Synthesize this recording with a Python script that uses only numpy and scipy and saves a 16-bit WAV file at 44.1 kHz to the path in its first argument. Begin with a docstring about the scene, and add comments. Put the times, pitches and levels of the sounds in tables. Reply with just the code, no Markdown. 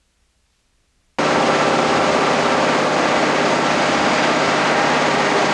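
"""Outdoors at a borehole, faint hiss and hum give way abruptly to a truck-mounted drilling rig.
Its diesel turns near 2000 revolutions a minute. The four-stroke cycle spans two turns, so drone,
gear whine and clatter fall on half orders (multiples of half the crank speed). The firing pulses
the exhaust roar and rings the steel; compressed air hisses from the hole. As the microphone tilts up
the mast the rumble thins, clatter and upper whine come forward, and strong tones swell and fade."""
import sys
import numpy as np
from scipy import signal
from scipy.fft import rfft, irfft, next_fast_len
from scipy.io import wavfile

SR = 44100
rng = np.random.default_rng(int(sys.argv[2]) if len(sys.argv) > 2 else 0)


def file_out(sig):
    """Save sig as 16-bit WAV at sys.argv[1]."""
    # one column per channel
    cols = np.atleast_2d(sig).T
    # limit, then scale
    lim = np.clip(cols, -1, 1)
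    pcm = np.round(lim * 32767).astype(np.int16)
    wavfile.write(sys.argv[1], SR, pcm)


N = 243873
T = np.arange(N) / SR
RIG_START_S = 1.1855

# Crankshaft speed: time_s, speed_hz
CRANK_SPEED = [(1.2, 33.369), (2, 33.374), (2.8, 33.438), (3.6, 33.493), (4.4, 33.585), (5.0, 33.625),
               (5.53, 33.642)]
# Gear tones and their level at each microphone aim: order, borehole_db, mast_foot_db, up_mast_db
GEAR_TONES = [(27, -52, -35.5, -41), (27.5, -40.5, -43, -48), (28, -46, -44, -39), (30, -49, -50, -39.5),
              (33, -42.5, -40.5, -39.5), (34, -49, -40, -36.5), (35, -34, -48, -43.5),
              (35.5, -43, -40, -43), (41, -41, -47, -52), (42.5, -56, -43, -40.5), (48, -44, -49, -45),
              (58.5, -54, -45, -39), (60.5, -50, -43, -44.5), (65, -54, -46, -44), (67, -50, -46, -46.5)]
# Strong engine and gear tones: order, rows of (time_s, level_db)
SWELLING_TONES = [(12, [(1.2, -30.5), (1.95, -28.5), (2.5, -30.5), (2.85, -36.5), (3.2, -36.5),
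                  (3.42, -24.5), (3.8, -46), (4.25, -41), (4.46, -27), (4.85, -40), (5.1, -31), (5.35, -26),
                  (5.53, -37)]), (24, [(1.2, -35), (1.7, -29.5), (2.15, -30.5), (2.4, -32.5), (3.75, -39.5),
                  (3.93, -24.5), (4.2, -35), (4.55, -45), (4.8, -25), (5.0, -33), (5.15, -34),
                  (5.53, -32)]), (40, [(1.2, -31), (1.9, -31), (2.3, -38), (2.7, -47), (3.0, -40),
                  (3.3, -46), (3.6, -32), (4.65, -34.5), (5.0, -46), (5.53, -42)]), (55.5, [(1.2, -50),
                  (2.4, -43), (3.0, -39), (3.7, -33.5), (4.2, -40), (4.45, -40), (4.82, -30), (5.05, -36),
                  (5.26, -29.5), (5.53, -35)]), (60, [(1.2, -44), (1.55, -38), (1.9, -45), (2.8, -44),
                  (3.15, -31), (3.32, -41), (3.46, -31), (3.9, -50), (4.2, -36), (4.8, -36), (5.53, -46)])]


def gain_of(db):
    """Amplitude grows tenfold for every 20 decibels."""
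    return 10 ** (np.asarray(db) / 20)


def unit_rms(x):
    """Normalisation to a mean power of 1."""
    return x / np.sqrt(np.mean(abs(x) ** 2) + 1e-20)


def follow(curve):
    """Linear interpolation of (time_s, value) rows at every sample."""
    return np.interp(T, *np.transpose(curve))


def coloured(x, spectrum):
    """Spectral shaping by (frequency_hz, relative_db) rows, at rms 1."""
    hz, db = np.transpose(spectrum)
    size = next_fast_len(N)
    f = np.fft.rfftfreq(size, 1 / SR)
    response = gain_of(np.interp(np.log(f + 1), np.log(hz), db))
    return unit_rms(irfft(rfft(x, size) * response, size)[:N])


def wander(rate_hz, size=2048):
    """Noise low-passed at rate_hz: a smooth fluctuation about zero, at rms 1."""
    f = np.fft.rfftfreq(size, T[-1] / size)
    slow = irfft(rfft(rng.standard_normal(size)) * (f > 0) / (1 + (f / rate_hz) ** 2))
    return np.interp(T, np.linspace(0, T[-1], size), unit_rms(slow))


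def crank_tones(table, turns, tilt, gain_db, waver, waver_hz):
    """Shifting air paths modulate the phase and amplitude of crank-locked tones, long waves least."""
    out = np.zeros(N)
    for order, *aim_db in table:
        depth = waver * min(order / 14, 1)  # steadier below order 14
        phase = 2 * np.pi * (order * turns + rng.random()) + depth * wander(waver_hz)
        level = np.interp(tilt, [0, .5, 1], gain_of(aim_db))
        flicker = unit_rms(1 + depth * wander(waver_hz))
        out += level * flicker * np.sqrt(2) * np.cos(phase)
    return gain_of(gain_db) * out


def engine_drone(turns, tilt, knee_hz=250, bass_db_per_octave=7):
    """Periodic exhaust and fan flow gives a harmonic series: a few strong tones over a weaker comb."""
    # Prominent exhaust and fan tones: order, borehole_db, mast_foot_db, up_mast_db
    prominent = [(4.5, -35.3, -35.4, -35.3), (5.5, -41.5, -42, -45.5), (6, -39, -35.3, -36.3),
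                 (7, -31.8, -34.5, -36.3), (7.5, -35.5, -35, -34), (8, -35, -36, -38.5),
                 (9, -31.3, -30.5, -33), (10, -40, -40.5, -39.5), (10.5, -38.5, -40, -44),
                 (11, -37, -42, -50), (15, -37, -40, -38), (15.5, -35.5, -37, -41), (16, -29, -36.5, -31.3),
                 (17.5, -37, -43, -44), (18.5, -42, -32.5, -35), (19, -41, -38, -39), (20, -42, -39, -50),
                 (20.5, -52, -44, -37.5), (21, -43, -36.5, -39.5), (25, -42, -44, -37)]
    taken = [row[0] for row in prominent + GEAR_TONES + SWELLING_TONES]
    orders = np.arange(2.5, 24, .5)
    octaves_below = np.maximum(np.log2(knee_hz / (orders * CRANK_SPEED[0][1])), 0)
    is_half_order = orders % 1 > 0
    comb_db = -44 - 2.5 * is_half_order - bass_db_per_octave * octaves_below
    comb = [(order, db, db - 1.25, db - 2.5) for order, db in zip(orders, comb_db) if order not in taken]
    return crank_tones(prominent + comb, turns, tilt, gain_db=.5, waver=.2, waver_hz=1.9)


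def gear_whine(turns, tilt):
    """Gear teeth mesh at fixed multiples of the crank speed."""
    return crank_tones(GEAR_TONES, turns, tilt, gain_db=.7, waver=.19, waver_hz=1.8)


def swelling_tones(turns, waver_rad=.2, waver_hz=2.4):
    """The sound field varies with position: strong tones swell and fade as the microphone moves."""
    out = np.zeros(N)
    for order, level_curve in SWELLING_TONES:
        phase = 2 * np.pi * (order * turns + rng.random()) + waver_rad * wander(waver_hz)
        out += gain_of(follow(level_curve)) * np.sqrt(2) * np.cos(phase)
    return out


def pumps(turns, tilt):
    """Gear ratios put the tones of pumps and compressor between the engine's half orders."""
    # Pump and compressor tones: order, borehole_db, mast_foot_db, up_mast_db
    pump_tones = [(18.075, -30.5, -30.2, -32.5), (22.59, -40, -42.5, -43)]
    return crank_tones(pump_tones, turns, tilt, gain_db=1, waver=.2, waver_hz=4)


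def firing(turns, depth, spread, cylinders=6):
    """Amplitude modulation by the firing: each cylinder gives one puff a cycle, at its own strength."""
    strength = 1 + spread * unit_rms(rng.standard_normal(cylinders))
    firings = turns / 2 * cylinders
    puff = np.sin(np.pi * np.sqrt(firings % 1)) ** 2
    return unit_rms(1 + depth * puff * strength[firings.astype(int) % cylinders])


def exhaust_roar(puffs, off_ground, surge_db=.5):
    """Turbulent gas makes broadband noise, pulsing with the firing and surging a little."""
    # Exhaust and fan turbulence: frequency_hz, relative_db
    spectrum = [(20, -31.5), (45, -32), (80, -14.5), (105, -19.5), (135, -12.5), (200, -5), (340, -0.5),
                (450, 0.5), (600, 1), (800, 2), (1020, -2), (1200, -3), (1750, -8.5), (2600, -12.5),
                (5000, -34.5)]
    level_db = -19 - 1.24 * off_ground + surge_db * wander(rate_hz=11)
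    return coloured(rng.standard_normal(N) * puffs, spectrum) * gain_of(level_db)


def clatter(turns, off_ground, size=2600):
    """Dense knocks repeat every two crank turns, so their spectrum is a comb of half orders."""
    # Injector and valve knocks in the block: frequency_hz, relative_db
    spectrum = [(40, -47), (150, -24.5), (400, -6.5), (800, 0), (1400, 3), (2200, 0), (3200, -11.5),
                (6000, -21), (9000, -44)]
    one_cycle = irfft(np.exp(2j * np.pi * rng.random(size // 2 + 1)))  # flat spectrum, random phases
    knocks = np.interp(turns / 2 % 1, np.linspace(0, 1, size), one_cycle)
    return coloured(knocks, spectrum) * gain_of(-31 + 2.5 * off_ground)


def ringing_steel(puffs, tilt, gain_db=-1.5):
    """Forced vibration: the firing shakes deck and mast, which ring in a few broad resonances."""
    # Resonances of the steel: pitch_hz, width_hz, borehole_db, up_mast_db
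    modes = [(829, 50, -51.5, -31.5), (930, 39, -36.5, -33.5), (1189, 71, -33.5, -35),
             (1347, 69, -32, -43.5), (1593, 110, -34.5, -33.5)]
    size = next_fast_len(N)
    f = np.fft.rfftfreq(size, 1 / SR)
    shake = rfft(rng.standard_normal(N) * puffs, size)
    out = np.zeros(N)
    for pitch_hz, width_hz, borehole_db, up_mast_db in modes:
        response = 1 / (1 + 2j * (f - pitch_hz) / width_hz) ** 2
        ring = unit_rms(irfft(shake * response, size)[:N])
        out += ring * gain_of(gain_db + borehole_db + (up_mast_db - borehole_db) * tilt)
    return out


def air_jet(gain_db=3.5, flutter_db=.82):
    """Jet noise: compressed air hisses from the borehole and flutters as cuttings pass through it."""
    # Hiss of the jet: frequency_hz, relative_db
    spectrum = [(300, -27.5), (1000, -13), (2000, 2.5), (2700, 1), (3100, -0.5), (3700, -2), (4800, -3),
                (5800, -7), (6250, -6.5), (6800, -6.5), (7300, -13), (8300, -15), (9200, -33.5),
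                (10000, -23)]
    # Strength of the blast: time_s, level_db
    blast = [(1.2, -31.5), (1.47, -30.5), (1.75, -31), (3.65, -30.5), (4.2, -29.5), (4.6, -30.5),
             (5.5, -30)]
    jet = coloured(rng.standard_normal(N), spectrum)
    return jet * gain_of(follow(blast) + gain_db + flutter_db * wander(rate_hz=25))


def rasping(noise, band_hz=(1050, 3200)):
    """Amplitude modulation of one band: the upper middle of the noise surges and sinks."""
    # Surges of the rasp: time_s, gain_db
    surges = [(1.2, 0.3), (1.3, 1), (1.38, -0.5), (1.6, 1), (1.74, -.5), (2.0, 0), (2.25, 0), (2.42, 0),
              (2.74, 1.2), (2.86, -1.2), (3.08, 1), (3.42, 0.3), (3.56, -1), (3.7, 0.5), (4.12, 1),
              (4.23, 3), (4.38, -1), (4.46, 1.5), (4.9, 1.5), (5.25, 1), (5.4, -0.5), (5.53, 1)]
    band = signal.sosfiltfilt(signal.butter(2, band_hz, "band", fs=SR, output="sos"), noise)
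    return noise + (gain_of(follow(surges)) - 1) * band


def whistle(turns, order=144, waver_rad=.75):
    """A thin, phase-modulated tone rises out of the masking hiss and sinks back."""
    # Strength of the whistle: time_s, level_db
    level_curve = [(1.2, -54), (1.45, -46), (1.7, -51), (3.3, -52), (3.55, -47), (3.9, -43.5), (4.25, -41),
                   (4.7, -44), (5.0, -50), (5.5, -52)]
    phase = 2 * np.pi * order * turns + waver_rad * wander(rate_hz=7)
    return gain_of(follow(level_curve)) * np.sqrt(2) * np.cos(phase)


def ground_rumble(gain_db=-.5, heave_db=3.5):
    """Vibrating ground and frame radiate lumpy bass, weaker once the microphone turns upward."""
    # Vibration of ground and frame: frequency_hz, relative_db
    spectrum = [(20, -17), (40, -18.5), (60, -9.5), (78, 1.5), (105, -2.5), (170, -12.5), (400, -46.5)]
    # Strength of the rumble: time_s, level_db
    level_curve = [(1.2, -52), (1.9, -47), (2.5, -44), (3.05, -62), (3.4, -53.5), (4.15, -53), (4.38, -67),
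                   (4.6, -54), (4.85, -48), (5.0, -63), (5.53, -60)]
    bass = coloured(rng.standard_normal(N), spectrum)
    return bass * gain_of(follow(level_curve) + gain_db + heave_db * wander(rate_hz=6))


def ambience(hum_hz=60, swell_s=.57, swell_width_s=.09, heave_db=1.2):
    """The noise floor, later masked by the rig: low hum, heaving bass and a hiss that swells once."""
    # Swell of the hiss: frequency_hz, relative_db
    swell_spectrum = [(800, -18), (2300, 0), (6000, -3), (10000, -18)]
    # Background noise: frequency_hz, relative_db
    floor_spectrum = [(12, -31), (20, -2), (66, -9), (88, -14.5), (159, -23.5), (191, -17), (217, -25.5),
                      (247, -21), (320, -24.5), (772, -29.5), (2750, -29.5), (7550, -33), (9780, -37),
                      (12700, -46), (21500, -120)]
    hum = np.sqrt(2) * np.sin(2 * np.pi * hum_hz * T) * gain_of(-70 + 1.5 * wander(rate_hz=4))
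    envelope = gain_of(-73) * np.exp(-((T - swell_s) / swell_width_s) ** 2)
    swell = envelope * coloured(rng.standard_normal(N), swell_spectrum)
    floor = gain_of(-62) * coloured(rng.standard_normal(N), floor_spectrum)
    bass = signal.sosfiltfilt(signal.butter(2, 600, fs=SR, output="sos"), floor)
    return hum + swell + floor + (gain_of(heave_db * wander(rate_hz=5)) - 1) * bass


def scene():
    """Superposition: one crankshaft times the tones, knocks and puffs; air and rumble sound alongside."""
    # Microphone aim: time_s, tilt (0 = borehole, .5 = foot of the mast, 1 = up the mast)
    aim = [(1.2, 0), (2.6, 0.02), (3.3, 0.28), (3.9, 0.5), (4.35, 0.55), (4.9, 0.95), (5.5, 1)]
    tilt = follow(aim)
    off_ground = np.minimum(2 * tilt, 1)
    speed_hz = follow(CRANK_SPEED) * (1 + .0002 * wander(rate_hz=8.6))
    turns = np.cumsum(speed_hz) / SR
    tones = engine_drone(turns, tilt) + gear_whine(turns, tilt) + swelling_tones(turns)
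    tones += pumps(turns, tilt) + whistle(turns)
    knocks = clatter(turns, off_ground)
    puffs = firing(turns, depth=.21, spread=.99)
    steel = ringing_steel(puffs, tilt)
    exhaust = exhaust_roar(puffs, off_ground)
    rumble = ground_rumble()
    rig = tones + rumble + rasping(knocks + exhaust + steel + air_jet())
    onset = np.clip((T - RIG_START_S) / .0004, 0, 1)
    dip_db = -1.5 * np.exp(-((T - 2.91) / .042) ** 2)  # the level dips briefly
    return (ambience() + onset * gain_of(dip_db) * rig)[None]


def record(dry, opening_cutoff_hz=11900, rig_cutoff_hz=9950):
    """Asymmetric saturation: the microphone rounds upward peaks sooner; filters then limit the band."""
    ceiling = np.where(dry > 0, .72, .95)
    rounded = ceiling * np.tanh(dry / ceiling)
    rounded = signal.sosfilt(signal.butter(2, 20, "high", fs=SR, output="sos"), rounded)
    lowpasses = [signal.firwin(511, hz, window=("kaiser", 9), fs=SR)
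                 for hz in (opening_cutoff_hz, rig_cutoff_hz)]
    opening, rig = (signal.oaconvolve(rounded, taps[None], "same") for taps in lowpasses)
    return np.where(T < RIG_START_S, opening, rig)


dry = scene()
out = record(dry)
file_out(out)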